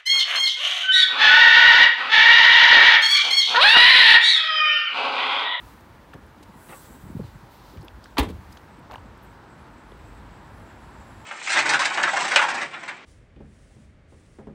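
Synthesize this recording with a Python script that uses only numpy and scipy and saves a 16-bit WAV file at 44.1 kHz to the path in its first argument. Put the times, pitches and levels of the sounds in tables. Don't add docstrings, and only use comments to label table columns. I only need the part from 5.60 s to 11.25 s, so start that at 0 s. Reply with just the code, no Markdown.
import sys
import numpy as np
from scipy import signal
from scipy.fft import rfft, irfft
from scipy.io import wavfile
from scipy.ndimage import uniform_filter1d

SR = 44100
rng = np.random.default_rng(int(sys.argv[2]) if len(sys.argv) > 2 else 0)


def output_pcm(signal):
    pcm = np.clip(np.atleast_2d(signal).T, -1, 1) * 32767
    wavfile.write(sys.argv[1], SR, np.round(pcm).astype(np.int16))


def natural_amplitude(level_db):
    exponent = np.asarray(level_db, float) / 20
    return 10 ** exponent


N = 249165
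STEP_BACK_S = 3.05


def colour_gain(f, points):
    hz, db = np.transpose(points)
    return natural_amplitude(np.interp(np.log(f), np.log(hz), db))


def shaped(points):
    hz, db = np.transpose(points)
    f = np.maximum(np.fft.rfftfreq(N, 1 / SR), 1)
    gain = natural_amplitude(np.interp(np.log(f), np.log(hz), db, left=-90))
    x = irfft(rfft(rng.standard_normal(N)) * gain, N)
    return x / x.std()


def lowpass(x, order, hz):
    return signal.lfilter(*signal.butter(order, hz, fs=SR), x)


def band(x, hz, width):
    quality = max(hz / width, .3)
    return signal.lfilter(*signal.iirpeak(min(hz, .4 * SR), quality, fs=SR), x)


def walk(rate):
    hold = int(SR / rate)
    x = np.repeat(rng.standard_normal(N // hold + 1), hold)
    x = uniform_filter1d(uniform_filter1d(x, hold), hold)[:N]
    return x / x.std()


def curves(table):
    s, *columns = np.transpose(table)
    return [np.interp(np.arange(N) / SR, s, column) for column in columns]


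def swells(rows):
    s, db, rise, fall = np.transpose(rows)[:, :, None]
    steps = np.arange(0, N / SR + .002, .002)
    t = steps - s
    drop_db = 20 * np.where(t < 0, -t / rise, t / fall)
    level = np.sqrt(np.sum(natural_amplitude(db - drop_db) ** 2, axis=0))
    return np.interp(np.arange(N) / SR, steps, level)


def burst(hold_ms, t60_ms):
    t = np.arange(SR // 4) / SR * 1000
    return np.minimum(t / 0.1, 1) * natural_amplitude(-60 * np.maximum(t - hold_ms, 0) / t60_ms)


def add(out, x, s):
    i = int(s * SR)
    out[i:i + len(x)] += x[:N - i]


def whistle(hz, width):
    noise = rng.standard_normal(N) + 1j * rng.standard_normal(N)
    sway = signal.sosfilt(signal.butter(2, width / 2, fs=SR, output="sos"), noise)
    x = np.real(sway * np.exp(2j * np.pi * np.cumsum(hz) / SR))
    return x / x.std()


def rubs(table, grain_db, snap_ms, linger, longest_ms):
    out = np.zeros(N)
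    noises = rng.standard_normal((len(table), 2, SR // 4))
    for (s, db, low_hz, high_hz, rub_ms), (noise, grain) in zip(table, noises):
        edges = [low_hz, np.clip(high_hz, 1.2 * low_hz, .45 * SR)]
        t60_ms = min(snap_ms + linger * rub_ms, longest_ms)
        x = noise * natural_amplitude(grain_db * grain) * burst(rub_ms, t60_ms)
        x = signal.lfilter(*signal.butter(2, edges, "bandpass", fs=SR), x)
        x = lowpass(x, 1, min(0.86 * low_hz, .45 * SR))
        add(out, natural_amplitude(db) * x / np.abs(x).max(), s)
    return out


def rings(table):
    out, t = np.zeros(N), np.arange(SR) / SR
    for s, db, hz, t60, cycles in table:
        push = np.sin(np.pi / 2 * np.minimum(t * hz / cycles, 1)) ** 2
        add(out, natural_amplitude(db - 60 * t / t60) * push * np.sin(2 * np.pi * hz * t), s)
    return out


def traffic():
    # (time [s], tyre roar [dB])
    road = [
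        (0, -53.5),
        (.5, -54.5),
        (1.15, -53.5),
        (2.0, -54.5),
        (2.5, -54.5),
        (3.4, -53),
        (4.3, -52.5),
        (4.5, -51.5),
        (5.65, -51),
    ]
    # (frequency [Hz], density [dB per Hz])
    roar_colour = [(76, -30), (130, -1.5), (150, -0.5), (337, -3.5), (396, -7.5), (643, -8), (742, -9),
                   (904, -4), (1140, -8.5), (1610, -11), (6630, -40.5), (8080, -38), (9500, -46),
                   (12400, -78), (20900, -120)]
    # (frequency [Hz], density [dB per Hz])
    rumble_colour = [(20, -40), (32, -10), (50, 13), (70, 7), (110, 5), (160, -12.5), (260, -41)]
    # (time [s], peak [dB], rise [s for 20 dB], fall [s for 20 dB])
    engines = [(0, -48, 1, .5), (.3, -50, .2, .6), (.62, -51, .2, 1.5), (1.3, -50, .4, 1.2),
               (1.78, -50, .6, .3), (2.0, -52, .1, .1), (2.38, -52, .6, .3), (2.95, -50, 1.2, .4),
               (3.4, -49, .5, 1.2), (4.11, -50.5, .6, .3), (4.48, -47, .5, 1.2), (4.97, -46, .2, .5),
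               (5.55, -47, 2.6, 1)]
    idle_db, flicker_db = -57.5, .8
    roar_db, = curves(road)
    centres = 100 * 2 ** np.arange(0, 8, .5)
    f, spectrum = np.fft.rfftfreq(N, 1 / SR), rfft(shaped(roar_colour))
    roar = np.zeros(N)
    for row in np.eye(len(centres)):
        part = irfft(spectrum * np.interp(f, centres, row), N)
        roar += natural_amplitude(flicker_db * walk(7.1)) * part
    rumble = np.hypot(swells(engines), natural_amplitude(idle_db)) * shaped(rumble_colour)
    return natural_amplitude(roar_db + 4) * roar + rumble


def strut_flow():
    # (time [s], flow [dB], whistle [Hz], upper whistle [Hz])
    flow = [
        (0.878, -90, 7500, 10000),
        (0.97, -67, 7700, 10100),
        (1.03, -61.5, 8200, 10400),
        (1.085, -60, 8600, 10900),
        (1.186, -57, 7800, 11400),
        (1.27, -60, 7500, 11700),
        (1.38, -64, 7900, 11700),
        (1.516, -69, 8000, 11500),
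        (1.76, -73, 7600, 11000),
        (1.88, -88, 7500, 11000),
    ]
    flow_db, low_hz, top_hz = curves(flow)
    moving = np.arange(N) / SR < flow[-1][0]
    return natural_amplitude(flow_db) * moving, low_hz, top_hz


def gas_whistles(flow, strut_hz, strut_top_hz):
    # (time [s], peak [dB], fall [s for 20 dB])
    spurts = [(2.14, -72, .2), (2.5, -73, .9), (3.14, -68, .25), (3.4, -71, .3), (3.67, -69, .25),
              (3.9, -68.5, .4), (4.18, -66, .35), (4.45, -66, 1.2), (4.77, -67, .9), (5.05, -66, 1.2),
              (5.25, -66, 1.2), (5.42, -65, .9)]
    # (time [s], peak [dB], fall [s for 20 dB])
    answers = [
        (2.14, -73, .2),
        (4.0, -74, .3),
        (4.3, -72, .3),
        (4.58, -76, .3),
        (4.93, -72, .5),
        (5.22, -72, .6),
        (5.5, -69.5, .6),
    ]
    rise_s, leak_hz, leak_top_hz = .15, 7950, 10900
    sag_hz_per_s, sag_from_s = -300, 4.2
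    pull_s, top_fade_db_per_s = 1.04, -35
    t = np.arange(N) / SR
    pulled, near = np.maximum(t - pull_s, 0), t < STEP_BACK_S
    sag_hz = sag_hz_per_s * np.maximum(t - sag_from_s, 0)
    low_hz = np.where(near, strut_hz, leak_hz + sag_hz)
    top_hz = np.where(near, strut_top_hz, leak_top_hz + 1.5 * sag_hz)
    leak = swells([(s, db, rise_s, fall) for s, db, fall in spurts])
    leak_top = swells([(s, db, rise_s, fall) for s, db, fall in answers])
    low = np.hypot(natural_amplitude(4.6 - 5.1 * pulled) * flow, leak)
    top = np.hypot(natural_amplitude(2.6 + top_fade_db_per_s * pulled) * flow, leak_top)
    low = low * natural_amplitude(-5.5 + 2.5 * walk(40)) * whistle(low_hz + 70 * walk(20), 850)
    top = top * natural_amplitude(-4.4 + 2.1 * walk(28)) * whistle(top_hz + 150 * walk(11), 1200)
    return low + top


def cloth_and_rush(flow):
    # (frequency [Hz], density [dB per Hz])
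    fine_colour = [(4000, -25), (6000, -8), (9000, -5), (13000, -5), (16000, -3)]
    # (time [s], peak [dB], rise [s for 20 dB], fall [s for 20 dB], coarse over fine [dB])
    moves = [(.1, -66, 2, .3, -1), (1.23, -70, .3, .3, 6), (1.58, -69, .5, .2, -4),
             (1.66, -75, .15, .15, 12), (1.92, -70, .06, .3, -5), (2.12, -70, .5, .2, 8.5),
             (2.45, -76, .15, .15, 11), (2.75, -72, .3, .6, 1), (2.93, -70, .3, .15, 3),
             (3.34, -73, .1, .08, 3), (3.2, -84, .3, .2, 9), (3.72, -75.5, .25, .2, -3),
             (4.4, -84, .3, .3, 10), (5.5, -85, .4, .6, 11)]
    stir_db, step_back_db, lot_hiss_db, rush_db = -76, -24, -72, -1
    t = np.arange(N) / SR
    stir = natural_amplitude(stir_db + step_back_db * np.clip((t - STEP_BACK_S) / .2, 0, 1))
    fine = swells([row[:4] for row in moves])
    fine = np.sqrt(fine ** 2 + stir ** 2 + (natural_amplitude(rush_db) * flow) ** 2)
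    rough = swells([(s, db + over_db, rise, fall) for s, db, rise, fall, over_db in moves])
    rough = np.hypot(rough, natural_amplitude(lot_hiss_db))
    coarse = band(band(rng.standard_normal(N), 3830, 3200), 3830, 3200)
    coarse = lowpass(coarse, 2, 9500)
    rustle = natural_amplitude(5.5) * fine * shaped(fine_colour) + natural_amplitude(2.5) * rough * coarse / coarse.std()
    return natural_amplitude(0.89 * walk(40)) * rustle


def hiss():
    flow, strut_hz, strut_top_hz = strut_flow()
    return gas_whistles(flow, strut_hz, strut_top_hz) + cloth_and_rush(flow)


def hands_and_shoes():
    # (time [s], peak
    # [dB], low edge [Hz], high edge [Hz])
    tick_table = [(.538, -45.5, 5000, 16000), (.665, -56, 9000, 16000), (.784, -54, 3000, 5500),
                  (2.172, -46, 1990, 6040), (2.21, -50, 4500, 10000), (2.217, -48.5, 4400, 5600),
                  (2.227, -51, 7000, 16000), (2.43, -60, 5000, 10100), (2.4415, -50, 6000, 14000),
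                  (2.445, -52, 3000, 8000), (2.689, -45, 5000, 16000), (2.701, -45, 5000, 16000),
                  (2.9705, -46, 3000, 7000), (2.972, -54, 5000, 15000), (3.319, -46, 2000, 11000),
                  (3.338, -48, 2500, 15000), (3.357, -48, 4500, 10000), (3.459, -55, 3000, 14000),
                  (3.576, -58, 8000, 15000), (.207, -54, 4000, 9000), (.207, -56, 12000, 16000),
                  (.543, -52, 4000, 11000), (3.312, -44, 3200, 5500), (3.338, -46, 3200, 6000),
                  (2.246, -55, 5000, 6000)]
    # (time [s], peak [dB], low edge [Hz], high edge [Hz], rub [ms])
    scuffs = [(.533, -39, 890, 3200, 8.9), (.54, -38, 247, 670, 20), (.827, -44, 2400, 15000, 7.4),
              (1.088, -36.5, 396, 3300, 26), (1.122, -33.5, 520, 2870, 18), (1.45, -36, 90, 457, 206),
              (2.13, -39, 198, 496, 42), (2.23, -41, 300, 900, 18), (1.91, -56, 13500, 16000, 60),
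              (2.03, -58, 13500, 16000, 140), (2.246, -48, 11000, 16000, 4.6),
              (2.924, -44, 4500, 12000, 3.5), (3.19, -58, 8600, 14800, 4.6), (3.299, -38, 400, 2200, 46),
              (1.29, -43, 200, 420, 90), (3.333, -33, 308, 1400, 4.2), (3.31, -57, 12000, 16000, 35),
              (3.626, -53, 11000, 16000, 23)]
    # (time [s], peak [dB], pitch [Hz], t60 [s], push
    clicks = [(.536, -37.5, 1310, 0.025, 1.8), (1.128, -36, 1400, .05, 3), (1.138, -41, 1140, 0.14, 4.4),
              (2.2822, -36, 3420, 0.01, .5), (2.283, -35, 2660, 0.0093, .5), (3.2995, -33, 890, 0.032, .8),
              (3.3125, -26, 1100, 0.01, .6), (3.3122, -45, 4200, .01, .6), (3.319, -35.5, 743, .06, 1.2),
              (3.3195, -40, 2700, .008, 1.5), (3.3335, -35, 2820, 0.009, 1.5),
              (3.34, -26, 850, 0.015, 0.59), (3.347, -29, 1650, 0.012, 1), (3.3567, -29, 2900, 0.008, 1.5),
              (3.358, -20, 910, 0.013, 1.5), (3.381, -45, 2900, .012, .8), (3.382, -34, 950, 0.025, 0.64),
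              (4.319, -43, 3400, 0.009, .6), (4.321, -30, 450, 0.013, .4), (1.086, -42, 820, .03, 1.5),
              (1.094, -48, 3900, .02, 3), (1.097, -43, 1950, .02, 2), (1.11, -43, 1250, .02, 2),
              (1.123, -41, 2050, .03, 3), (1.126, -44, 2650, .08, 6), (1.133, -40, 2000, .025, 2),
              (1.133, -41, 750, .04, 2), (1.142, -42, 500, .06, 2), (3.304, -39, 1400, .025, 2),
              (3.309, -36, 950, .02, 1), (3.325, -37, 620, .05, 1.5), (3.334, -35, 500, .02, .8),
              (.531, -46, 2700, .03, 4), (.5362, -35, 1700, .012, .5), (2.1735, -45, 2350, .015, 2),
             (2.2825, -42, 5000, .005, 1), (2.4393, -43, 4500, .005, .5), (2.4418, -38, 5000, .008, .5),
             (2.4418, -43, 8000, .008, 1), (2.4425, -45, 3200, .01, 1), (2.4579, -30, 1600, .009, 1),
             (2.458, -44, 3000, .006, .5), (2.458, -50, 5500, .005, 1), (2.9218, -42, 1500, .004, .4),
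             (2.927, -45, 4900, .015, 4), (2.9703, -37, 1550, .012, 1), (2.9728, -36, 3300, .007, .5),
             (2.9745, -46, 3900, .015, 2), (2.975, -50, 6300, .01, 3), (1.63, -55, 4200, .1, 20),
             (1.645, -52, 4000, .06, 10)]
    tick_ms = 1.6
    table = scuffs + [(*row, tick_ms) for row in tick_table]
    return rings(clicks) + rubs(table, grain_db=0.5, snap_ms=16, linger=3.6, longest_ms=75)


def puffs(droop=0.26):
    # (time [s], peak [dB], swing [Hz], length [cycles])
    reach = [
        (.551, -39, 173, 1.3),
        (0.557, -35, 172, 1.2),
        (0.591, -43, 250, 2),
        (0.811, -42, 302, 3.3),
        (0.901, -41, 196, 5),
        (.96, -39, 220, 2),
        (1.10, -40.5, 163, 3.6),
    ]
    # (time [s], peak [dB], swing [Hz], length [cycles])
    swing = [ (1.44, -34, 143, 1.4), (1.467, -32, 151, 1.3), (1.504, -30.5, 248, 2.3),
             (1.533, -40, 180, 1.4), (1.555, -22.5, 195, 1.5), (1.567, -31, 300, 1.2),
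             (1.573, -24.5, 117, 1.6), (1.601, -25.5, 196, 2.7), (1.601, -30, 460, 5.4),
             (1.619, -29, 143, 3), (1.649, -30, 111, 2.1), (1.6, -37, 60.4, 3.4), (1.689, -38, 91, 2.2),
             (1.76, -37, 147, 2.4), (1.838, -40, 135, 2)]
    # (time [s], peak [dB], swing [Hz], length [cycles])
    push = [
        (2.166, -35, 158, 1.2),
        (2.183, -32.5, 83, 1.8),
        (2.204, -36, 131, 2.7),
        (2.225, -38, 120, 1.8),
        (2.241, -40.5, 326, 5.9),
        (2.349, -43, 70, 3.2),
        (3.19, -42, 264, 4.6),
        (3.459, -38.5, 232, 3.3),
        (4.449, -46.5, 99, 2.1),
        (4.95, -50, 200, 3),
    ]
    out, eddies = np.zeros(N), reach + swing + push
    for (s, db, hz, cycles), turn in zip(eddies, rng.random((len(eddies), 1))):
        u = np.arange(-1.5, 1.5, hz / cycles / SR)
        swings = cycles * (u - droop * u ** 2) + turn
        x = natural_amplitude(db) * np.exp(-4 * u ** 2) * np.cos(2 * np.pi * swings)
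        add(out, x, s - 1.493 * cycles / hz)
    return out


def latch_and_panel():
    # (time [s], strength [dB], chatter [ms], fade t60 [ms], dull above [Hz])
    contacts = [
        (2.5705, -29, 1.8, 26, 6000),
        (2.5693, -20.5, 11, 33, 1410),
        (2.581, -12, 5.7, 5.6, 5800),
        (2.587, -16, 10.7, 34, 11800),
        (2.602, -23.5, 9.3, 82, 5160),
        (2.628, -28.5, 13, 57, 2840),
        (2.648, -36, 5.3, 110, 4000),
        (2.685, -42, 22, 55, 9700),
    ]
    # (pitch [Hz], level [dB], t60 [s])
    metal = [(512, 1, .05), (811, 9, 0.045), (877, 4, 0.055), (1013, 8.5, 0.023), (1100, -8, 0.093),
             (1316, -6, 0.046), (1715, -5, 0.056), (2005, -3, 0.049), (2340, -6, .04), (2630, -4, .04),
             (3200, -7, .04), (3630, -12, 0.038), (4440, -12, 0.033)]
    # (frequency [Hz], gain [dB])
    sizzle = [(700, -14), (1300, -8), (2000, -3), (4000, -3.5), (5200, -15), (6500, -19), (9500, -15),
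              (13000, -11), (16000, -5)]
    # (time [s], peak [dB], pitch [Hz], t60
    # [s], push [cycles])
    booms = [(2.5703, -25, 1020, 0.014, 0.3), (2.585, -12, 275.7, 0.11, 0.81), (2.599, -12, 63.5, .15, .17),
             (2.6148, -19, 66, .08, .4), (2.584, -23, 505, .07, 1.5), (2.586, -24, 392, .08, 1.5),
             (2.583, -19, 830, .07, 1.5), (2.655, -28, 95, .2, 1.2), (2.68, -29, 72.8, 0.69, 6.3),
             (2.5705, -22, 1300, .008, .4), (2.5755, -25, 900, .012, .5), (2.594, -38, 9500, .02, 8),
             (2.601, -26, 3700, .05, 4), (2.5875, -22, 3800, .012, 2), (2.608, -26, 420, .08, 2),
             (2.628, -16, 300, .018, .4), (2.64, -30, 300, .08, 2), (2.665, -33, 185, .3, 2),
             (2.692, -31, 335, .1, 3), (2.695, -36, 480, .06, 3), (2.725, -35, 88, .3, 1.5),
             (2.79, -42, 190, .2, 2), (2.885, -41, 280, .08, 2)]
    force = np.zeros(N)
    noises = rng.standard_normal((len(contacts), 2, SR // 4))
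    for (s, db, hold_ms, t60_ms, dull_hz), (noise, grain) in zip(contacts, noises):
        chatter = noise * natural_amplitude(3.7 * grain) * burst(hold_ms, t60_ms)
        add(force, natural_amplitude(db) * lowpass(chatter, 2, min(dull_hz, .4 * SR)), s)
    ringing = np.zeros(N)
    for hz, db, t60 in metal:
        ringing += natural_amplitude(db) * band(force, hz, 2.46 / t60) * np.sqrt(t60 * 100)
    f = np.fft.rfftfreq(N, 1 / SR) + 1
    direct = irfft(rfft(force) * colour_gain(f, sizzle), N)
    return natural_amplitude(-6) * ringing + direct + rings(booms)


def shudder():
    # (time [s], peak [dB], low edge [Hz], high edge [Hz], hold [ms])
    table = [
        (2.605, -20, 200, 600, 32),
        (2.65, -36, 59.7, 198, 91),
        (2.685, -30, 150, 490, 19),
        (2.5818, -25, 9100, 16000, 2.8),
        (2.583, -11, 1800, 4500, 1.9),
        (2.601, -43.5, 7000, 16000, 40),
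        (2.631, -39, 6000, 14100, 4.1),
    ]
    return rubs(table, grain_db=2, snap_ms=1.5, linger=5.2, longest_ms=520)


def yard(hit):
    t60_s, level_db = 0.21, -21.5
    t = np.arange(SR) / SR
    tail = rng.standard_normal(SR) * natural_amplitude(-60 * t / t60_s) * np.minimum(t / 0.026, 1)
    tail = lowpass(tail, 1, 2500)
    tail /= np.sqrt(np.sum(tail ** 2))
    return natural_amplitude(level_db) * signal.fftconvolve(hit, tail)[:N]


def scene():
    hit = latch_and_panel() + shudder()
    mix = traffic() + hiss() + hands_and_shoes() + puffs() + hit + yard(hit)
    return mix[None]


def top_cut(x):
    return signal.sosfilt(signal.butter(12, 16640, fs=SR, output="sos"), x)


def record(dry):
    # (frequency [Hz], density [dB per Hz])
    mic_hiss = [(3000, -10), (6000, 6), (16000, -16)]
    hiss_db, bass_hz, top_hz = -82, 35, 15750
    x = dry + natural_amplitude(hiss_db) * shaped(mic_hiss)
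    x = signal.sosfilt(signal.butter(2, bass_hz, "highpass", fs=SR, output="sos"), x)
    x = np.tanh(1.797 * x) / 1.823
    x = signal.sosfilt(signal.ellip(10, .2, 60, top_hz, fs=SR, output="sos"), x)
    return top_cut(x)


dry = scene()
out = record(dry)
output_pcm(out)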